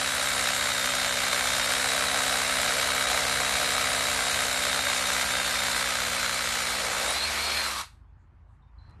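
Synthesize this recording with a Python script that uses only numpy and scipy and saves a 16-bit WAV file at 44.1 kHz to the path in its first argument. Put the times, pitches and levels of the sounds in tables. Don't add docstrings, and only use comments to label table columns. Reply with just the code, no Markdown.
import sys
import numpy as np
from scipy import signal
from scipy.fft import rfft, irfft
from scipy.io import wavfile
from scipy.ndimage import uniform_filter1d

SR = 44100
rng = np.random.default_rng(int(sys.argv[2]) if len(sys.argv) > 2 else 0)


def magnitude_from_level(level_db):
    exponent = np.asarray(level_db, float) / 20
    return 10 ** exponent


def log_audio(samples):
    frames = np.atleast_2d(samples).T
    limited = np.clip(frames, -1, 1)
    pcm = np.round(limited * 32767).astype(np.int16)
    wavfile.write(sys.argv[1], SR, pcm)


N = 396900

SEATED_S, DEEP_S, BOTTOM_S, PULLED_S = 1.4, 5.95, 6.65, 7.13
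COAST_S, BRAKE_S, STOP_S = 7.56, 7.62, 7.812

# start in seconds, end in seconds, edge in seconds, level in dB
SLACK = (7.25, 7.39, .04, -14)


def evened(x):
    return x / np.sqrt(np.mean(x ** 2) + 1e-20)


def curves(rows):
    s, *columns = np.transpose(rows)
    return [np.interp(np.arange(N) / SR, s, c) for c in columns]


def ramp(s, length):
    return np.clip((np.arange(N) / SR - s) / length, 0, 1)


def since(s):
    return np.maximum(np.arange(N) / SR - s, 0)


def peak_db(hz, centre_hz, width):
    return -24 * ((hz - centre_hz) / width) ** 2


def slow(hz):
    size = N // 20
    f = np.fft.rfftfreq(size, 20 / SR)
    spectrum = rfft(rng.standard_normal(size)) / (1 + (f / hz) ** 2)
    return evened(np.interp(np.arange(N) / 20, np.arange(size), irfft(spectrum, size)))


def noise(points, patchy_db):
    hz = np.fft.rfftfreq(1024, 1 / SR)
    a, b, patch = rng.standard_normal((N // 256 + 5, 513, 3)).T
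    patch = evened(uniform_filter1d(uniform_filter1d(patch, 10, 0), 8, 1))
    f, db = np.transpose(points)
    shape_db = np.interp(np.log(hz + 1), np.log(f + 1), db)[:, None] + patchy_db * patch
    return evened(signal.istft((a + 1j * b) * magnitude_from_level(shape_db), nperseg=1024, noverlap=768)[1][:N])


def resonate(x, hz, width):
    turn = np.exp(2j * np.pi * np.cumsum(hz) / SR)
    r = np.exp(-np.pi * width / SR)
    return 2 * (turn * signal.lfilter([(1 - r) ** 2], [1, -2 * r, r * r], x / turn)).real


def ring(x, modes):
    t = np.arange(2048) / SR
    response = np.zeros(2048)
    for k, (hz, w, db) in enumerate(modes):
        swell = w * w * t * np.exp(-np.pi * w * t)
        response += (-1) ** k * magnitude_from_level(db) * swell * np.cos(2 * np.pi * hz * t)
    return evened(signal.oaconvolve(x, response)[:len(x)])


def split(x, low_db, high_db):
    low = signal.sosfiltfilt(signal.butter(2, 900, fs=SR, output="sos"), x)
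    high = signal.sosfiltfilt(signal.butter(2, 6000, "high", fs=SR, output="sos"), x)
    return x + low * (magnitude_from_level(low_db) - 1) + high * (magnitude_from_level(high_db) - 1)


def yard():
    # frequency in Hz, level in dB per Hz
    air = [(20, -28.5), (45, -12), (90, -9), (190, -25), (500, -39.5), (950, -30), (1900, -40), (3500, -54),
           (5800, -62), (12000, -72.5)]
    # frequency in Hz, wander in Hz, level in dB
    hum_tones = [(53, 1.2, -61.5), (81, 2.0, -62.5), (105.6, 3.0, -72), (35, 2.0, -71.5)]
    # time in seconds, level in dB
    nearness = [
        (0, 3),
        (3, 9),
        (7.8, 4),
        (8.7, 0.5),
        (8.82, 7.5),
        (9, 10.5),
    ]
    air_db, ducked_db, gust_s, gust_db = -57, -4.5, 8.72, 6.5
    air_db = air_db + ducked_db * (1 - ramp(STOP_S, 0.089)) + gust_db * ramp(gust_s, 0.19)
    hum = np.zeros(N)
    for hz, wander, db in hum_tones:
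        hum += magnitude_from_level(db + 3.7 * slow(5.4)) * np.cos(2 * np.pi * np.cumsum(hz + wander * slow(2.5)) / SR)
    return magnitude_from_level(air_db) * noise(air, patchy_db=2.0) + magnitude_from_level(curves(nearness)[0]) * np.sqrt(2) * hum


def bird():
    # start in seconds, length in seconds, level in dB, pitch in Hz
    chirps = [
        (8.612, .09, -81, 3620),
        (8.773, 0.18, -68, 4070),
    ]
    rise_s, fade_db, drop_hz = .015, -12, 30
    haze_hz, haze = 150, .45
    out = np.zeros(N)
    for s, length, db, pitch_hz in chirps:
        hz = pitch_hz + drop_hz * (1 - ramp(s, rise_s))
        fade = magnitude_from_level(db + fade_db * since(s + .04) / length)
        shape = ramp(s, rise_s) ** 2 * fade * (1 - ramp(s + length, .015))
        phase = 2 * np.pi * np.cumsum(hz + 15 * slow(120)) / SR
        blur = evened(resonate(rng.standard_normal(N), hz + haze_hz, 450))
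        whistle = 1.1 * np.cos(phase) + .04 * np.cos(2 * phase)
        out += shape * magnitude_from_level(2.9 * slow(50)) * (whistle + haze * blur)
    return out


def hands():
    # centre in seconds, length in seconds, frequency in Hz, width in Hz, level in dB
    rustles = [
        (8.22, .07, 7000, 1500, -88),
        (8.53, .1, 8100, 5000, -87),
        (5, 0.03, 750, 900, -57),
        (8.84, .09, 5000, 3000, -86),
    ]
    # time in seconds, peak in dB, frequency in Hz
    click_rows = [
        (7.812, -33, 5000),
        (8.897, -63, 1800),
        (8.908, -67, 7000),
    ]
    t, out = np.arange(N) / SR, np.zeros(N)
    for s, length, hz, width, db in rustles:
        brush = ring(rng.standard_normal(N), [(hz, width, 0)])
        out += magnitude_from_level(db) * brush * np.exp(-((t - s) / length * 2) ** 2)
    for s, db, hz in click_rows:
        tick = ring(rng.standard_normal(N), [(hz, 9000, 0)])
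        out += magnitude_from_level(db) * tick * (t > s) * np.exp(-since(s) / 0.0033)
    return out


def freed_bit():
    sing_hz, sing_db, swell_db = 2316, -46, 4.5
    held = ramp(PULLED_S + .05, .04) - ramp(BRAKE_S - .02, .03)
    level = magnitude_from_level(sing_db + swell_db * ramp(SLACK[1], .06))
    return held * level * ring(rng.standard_normal(N), [(sing_hz, 50, 0)])


def brake():
    groan_hz, bite_hz, settle_s = 1160, 400, 0.028
    groan_db, stop_db_per_s = -36.5, 750
    hz = groan_hz + bite_hz * np.exp(-since(BRAKE_S + .025) / settle_s)
    held = ramp(BRAKE_S, 0.02) * magnitude_from_level(groan_db - stop_db_per_s * since(STOP_S))
    return held * evened(resonate(rng.standard_normal(N), hz, 320))


def gears(rate, turns, load):
    # multiple of the blow rate, shake in Hz, blur width in Hz, clean share 0-1
    teeth = [(57.84, 24, 150, 0.9), (115.3, 80, 300, .25), (144.3, 80, 320, 0.2)]
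    # frequency in Hz, width in Hz, level in dB
    housing_modes = [(3700, 200, -42), (3860, 200, -46), (4250, 480, -36.5), (7450, 1000, -47),
                     (8600, 400, -50), (9460, 640, -44.5)]
    floor_db, flutter_db = -57, 1.5
    off_s, off_db_per_s = 7.69, 231
    race_db, race_full = 2.5, 40
    start, end, edge, slack_db = SLACK
    mesh_db = slack_db * (ramp(start, edge) - ramp(end, edge)) - off_db_per_s * since(off_s)
    speeding = uniform_filter1d(np.gradient(rate) * SR, size=1500)
    mesh_db += race_db * np.clip(speeding / race_full, 0, 1) * (1 - ramp(start, edge))
    scale = np.arange(0, SR / 2, 10)
    housing = magnitude_from_level(floor_db) + sum(magnitude_from_level(db + peak_db(scale, hz, w)) for hz, w, db in housing_modes)
    out = np.zeros(N)
    for k, shake_hz, width, clean in teeth:
        through = np.interp(k * rate, scale, housing)
        tone = np.sqrt(2) * np.cos(2 * np.pi * np.cumsum(k * rate + shake_hz * slow(90)) / SR)
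        smear = evened(resonate(rng.standard_normal(N), k * rate, width))
        pulse_db = 4 * load * np.cos(2 * np.pi * (turns - rng.random()))
        whine = np.sqrt(clean) * tone + np.sqrt(1 - clean) * smear
        out += through * magnitude_from_level(mesh_db + pulse_db + flutter_db * slow(25)) * whine
    return out


def piston(rate, turns, load):
    # multiple of the blow rate, level in dB
    loaded = [(1, -8.5), (2, -1.1), (3, -2), (4, 1.9), (5, -10.5), (6, -11.5), (7, -4), (8, 2), (9, 4.5),
              (10, -4), (11, 3), (12, -10.5)]
    # multiple of the blow rate, level in dB
    unloaded = [(1, 1.5), (2, -26.5), (3, -8), (4, -21.5), (5, -10.5), (6, -19.5), (7, -23.5), (8, -23.5),
                (9, -17.5), (10, -21), (11, -19), (12, -23.5)]
    slab_orders = (7, 10, 11, 12)
    loaded_db, free_db = -49.5, -46
    slab_hz, slab_width, slab_db, loose_db, slab_floor_db = 726, 30, 5, -7, -10
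    tuned_db = np.maximum(slab_db + peak_db(11 * rate, slab_hz, slab_width), slab_floor_db)
    lift_db = np.minimum(tuned_db, loose_db + 40 * since(SEATED_S))
    out = np.zeros(N)
    for (k, on_db), (_, off_db) in zip(loaded, unloaded):
        striking = load * magnitude_from_level(on_db + loaded_db + (k in slab_orders) * lift_db)
        idling = (1 - load) * magnitude_from_level(off_db + free_db)
        wave = np.cos(2 * np.pi * (k * turns + rng.random()))
        out += np.sqrt(2) * (striking + idling) * magnitude_from_level(.8 * slow(5)) * wave
    return out


def hammer(turns, load):
    # place in turns, level in dB, timing spread in 1/400 s
    cycle = [
        (0, 0, .04),
        (.86, -9, .1),
        (.22, -9, .3),
    ]
    # frequency in Hz, width in Hz, level in dB
    knock = [(1530, 1130, 3), (4000, 2400, -8)]
    # frequency in Hz, width in Hz, level in dB
    snap = [(7400, 1800, -3), (11940, 1200, -10.5)]
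    # frequency in Hz, width in Hz, level in dB
    bit = [(612, 222, 2), (754, 170, 2.5), (1255, 330, 3), (1510, 210, 4.5), (2050, 230, 7),
           (2320, 250, 2.5), (3940, 630, -7), (7800, 1500, -18.5)]
    # frequency in Hz, width in Hz, level in dB
    case = [(1300, 110, -2), (1578, 80, 0), (2005, 200, -6.5), (2256, 100, -1.5), (4067, 300, -3.5),
            (736, 32, -11.5)]
    # frequency in Hz, level in dB per Hz
    grit_tone = [(60, -21.5), (160, -15), (380, -17.5), (520, -6), (980, -6), (1310, -4), (2250, -3),
                 (2700, -3), (3400, -4), (4100, -5.5), (5000, -7), (9600, -10.5), (10800, -17),
                 (11900, -12)]
    # frequency in Hz, level in dB per Hz
    spin_tone = [(60, -24.5), (160, -26.5), (380, -15), (520, -9), (980, -3.5), (1400, -2), (2200, -1),
                 (3000, -5.5), (4200, -1), (5500, -9), (8700, -12.5), (10800, -15), (11900, -14)]
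    blow_db, snap_db, ring_db = -7, -19.5, -12
    grit_db, spin_db, case_db = -2.5, 1.1, -6
    clicks, snaps = np.zeros((2, N))
    for turn, db, spread in cycle:
        at = np.flatnonzero(np.diff(np.floor(turns - turn)) > 0)
        late, force, split_force = rng.standard_normal((3, len(at)))
        at = np.clip(at + (spread * 110 * late).astype(int), 0, N - 1)
        clicks[at] += magnitude_from_level(db + 1.8 * force) * load[at]
        snaps[at] += magnitude_from_level(db + 4.5 * np.minimum(split_force, 2)) * load[at]
    burst = np.exp(-np.arange(600) / SR / .0018)
    chips = signal.oaconvolve(clicks, burst)[:N] * rng.standard_normal(N)
    crack = signal.sosfilt(signal.butter(2, 800, "high", fs=SR, output="sos"), ring(clicks, knock))
    strikes = -magnitude_from_level(blow_db) * crack - magnitude_from_level(snap_db) * ring(snaps, snap) + magnitude_from_level(ring_db) * ring(chips, bit)
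    grit = np.sqrt(load) * noise(grit_tone, patchy_db=1.1)
    grit += np.sqrt(1 - load) * magnitude_from_level(spin_db) * noise(spin_tone, patchy_db=2.05)
    grit += np.sqrt(load) * magnitude_from_level(case_db) * ring(rng.standard_normal(N), case)
    pulse_db = 1.48 * load * np.cos(2 * np.pi * (turns - .1))
    return strikes + magnitude_from_level(grit_db + 0.76 * slow(48) + pulse_db) * grit


def tool():
    # time in seconds, rate in blows per s
    drive = [(0, 66.3), (1.0, 63.9), (1.45, 63.2), (1.95, 66.5), (2.5, 65.5), (3.1, 66.3), (4.0, 65.7),
             (5.6, 63.4), (6.1, 61.8), (6.5, 61.0), (6.9, 60.7), (7.02, 62.4), (7.11, 66), (7.2, 71.6),
             (7.28, 74.6), (7.36, 72.5), (7.43, 75.0), (7.52, 73.2)]
    # time in seconds, level in dB
    loudness = [
        (0, -29),
        (1.3, -28.5),
        (1.8, -28),
        (3.2, -28),
        (4.4, -28.5),
        (5.3, -28.5),
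        (6.6, -29.5),
        (7.0, -30),
        (7.2, -28.5),
        (7.55, -28),
    ]
    slowing = 215
    bite, wear, packed, lifted = 0.91, 0.12, 0.23, 0.4
    coast_db_per_s, stop_db_per_s = 25.5, 346
    base_boom_db, boom_seated_db, boom_bottom_db, boom_free_db = -6, 1, 5, 0.5
    base_treble_db, treble_deep_db, treble_free_db, treble_brake_db = -3.5, 0, -3, 3

    rate = np.maximum(curves(drive)[0] - slowing * since(COAST_S) ** 2, 40)
    turns = np.cumsum(rate * (1 + .003 * slow(6))) / SR
    deep, free = ramp(DEEP_S, PULLED_S - DEEP_S), ramp(PULLED_S, 0.018)
    load = np.clip(bite - wear * ramp(0, DEEP_S) - packed * deep - lifted * free, 0, 1)
    level_db = curves(loudness)[0] - coast_db_per_s * since(COAST_S) - stop_db_per_s * since(STOP_S)

    seated = ramp(SEATED_S, .4) - ramp(SEATED_S + 2.4, .6)
    in_hole_db = boom_seated_db * seated + boom_bottom_db * ramp(BOTTOM_S, 0.21)
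    boom_db = base_boom_db + in_hole_db * (1 - free) + boom_free_db * free
    treble_db = base_treble_db + treble_deep_db * deep + treble_free_db * free
    treble_db += treble_brake_db * ramp(COAST_S, 0.09)
    body = split(hammer(turns, load), boom_db + 9, treble_db + 6.5)
    running = np.clip(magnitude_from_level(level_db + 27.5), 0, 1)
    shaft = running * piston(rate, turns, load) + gears(rate, turns, load)
    return magnitude_from_level(level_db + .5) * body + shaft + brake() + freed_bit()


def echo(x):
    t = np.arange(SR // 2) / SR
    tail = rng.standard_normal(len(t)) * magnitude_from_level(-60 * t / 0.29) * (t > .006)
    tail = signal.sosfilt(signal.butter(2, 900, "high", fs=SR, output="sos"), tail)
    return signal.fftconvolve(x, tail / np.linalg.norm(tail))[:N]


def scene():
    drill = tool()
    return (drill + magnitude_from_level(-13.5) * echo(drill) + yard() + bird() + hands())[None]


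def starve(x):
    # frequency in Hz, chance 0-1 that a band is dropped
    dropouts = [(2500, 0), (3500, .006), (6000, .012), (7500, .003), (8800, .03), (9600, .005),
                (10300, .12), (11100, .18), (11700, .02)]
    hz, _, z = signal.stft(x, SR, nperseg=1024, boundary="even", padded=True)
    draw = rng.random((len(hz) // 8 + 1, z.shape[1] // 2 + 1))
    draw = np.repeat(np.repeat(draw, 8, axis=0), 2, axis=1)[:len(hz), :z.shape[1]]
    dropped = draw < np.interp(hz // 345 * 345, *np.transpose(dropouts))[:, None]
    return signal.istft(z * np.where(dropped, .05, 1), SR, nperseg=1024)[1][:N]


def top_cut(x):
    return signal.sosfilt(signal.butter(12, 13370, fs=SR, output="sos"), x)


def record(dry):
    heard = starve(signal.sosfilt(signal.butter(3, 38, "high", fs=SR, output="sos"), dry[0]))
    edge = signal.firwin(1023, 12110, window=("kaiser", 10), fs=SR)
    padded = np.pad(heard, len(edge) // 2, "reflect")
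    mix = signal.oaconvolve(padded, edge, "valid")[None]
    return top_cut(mix)


dry = scene()
out = record(dry)
log_audio(out)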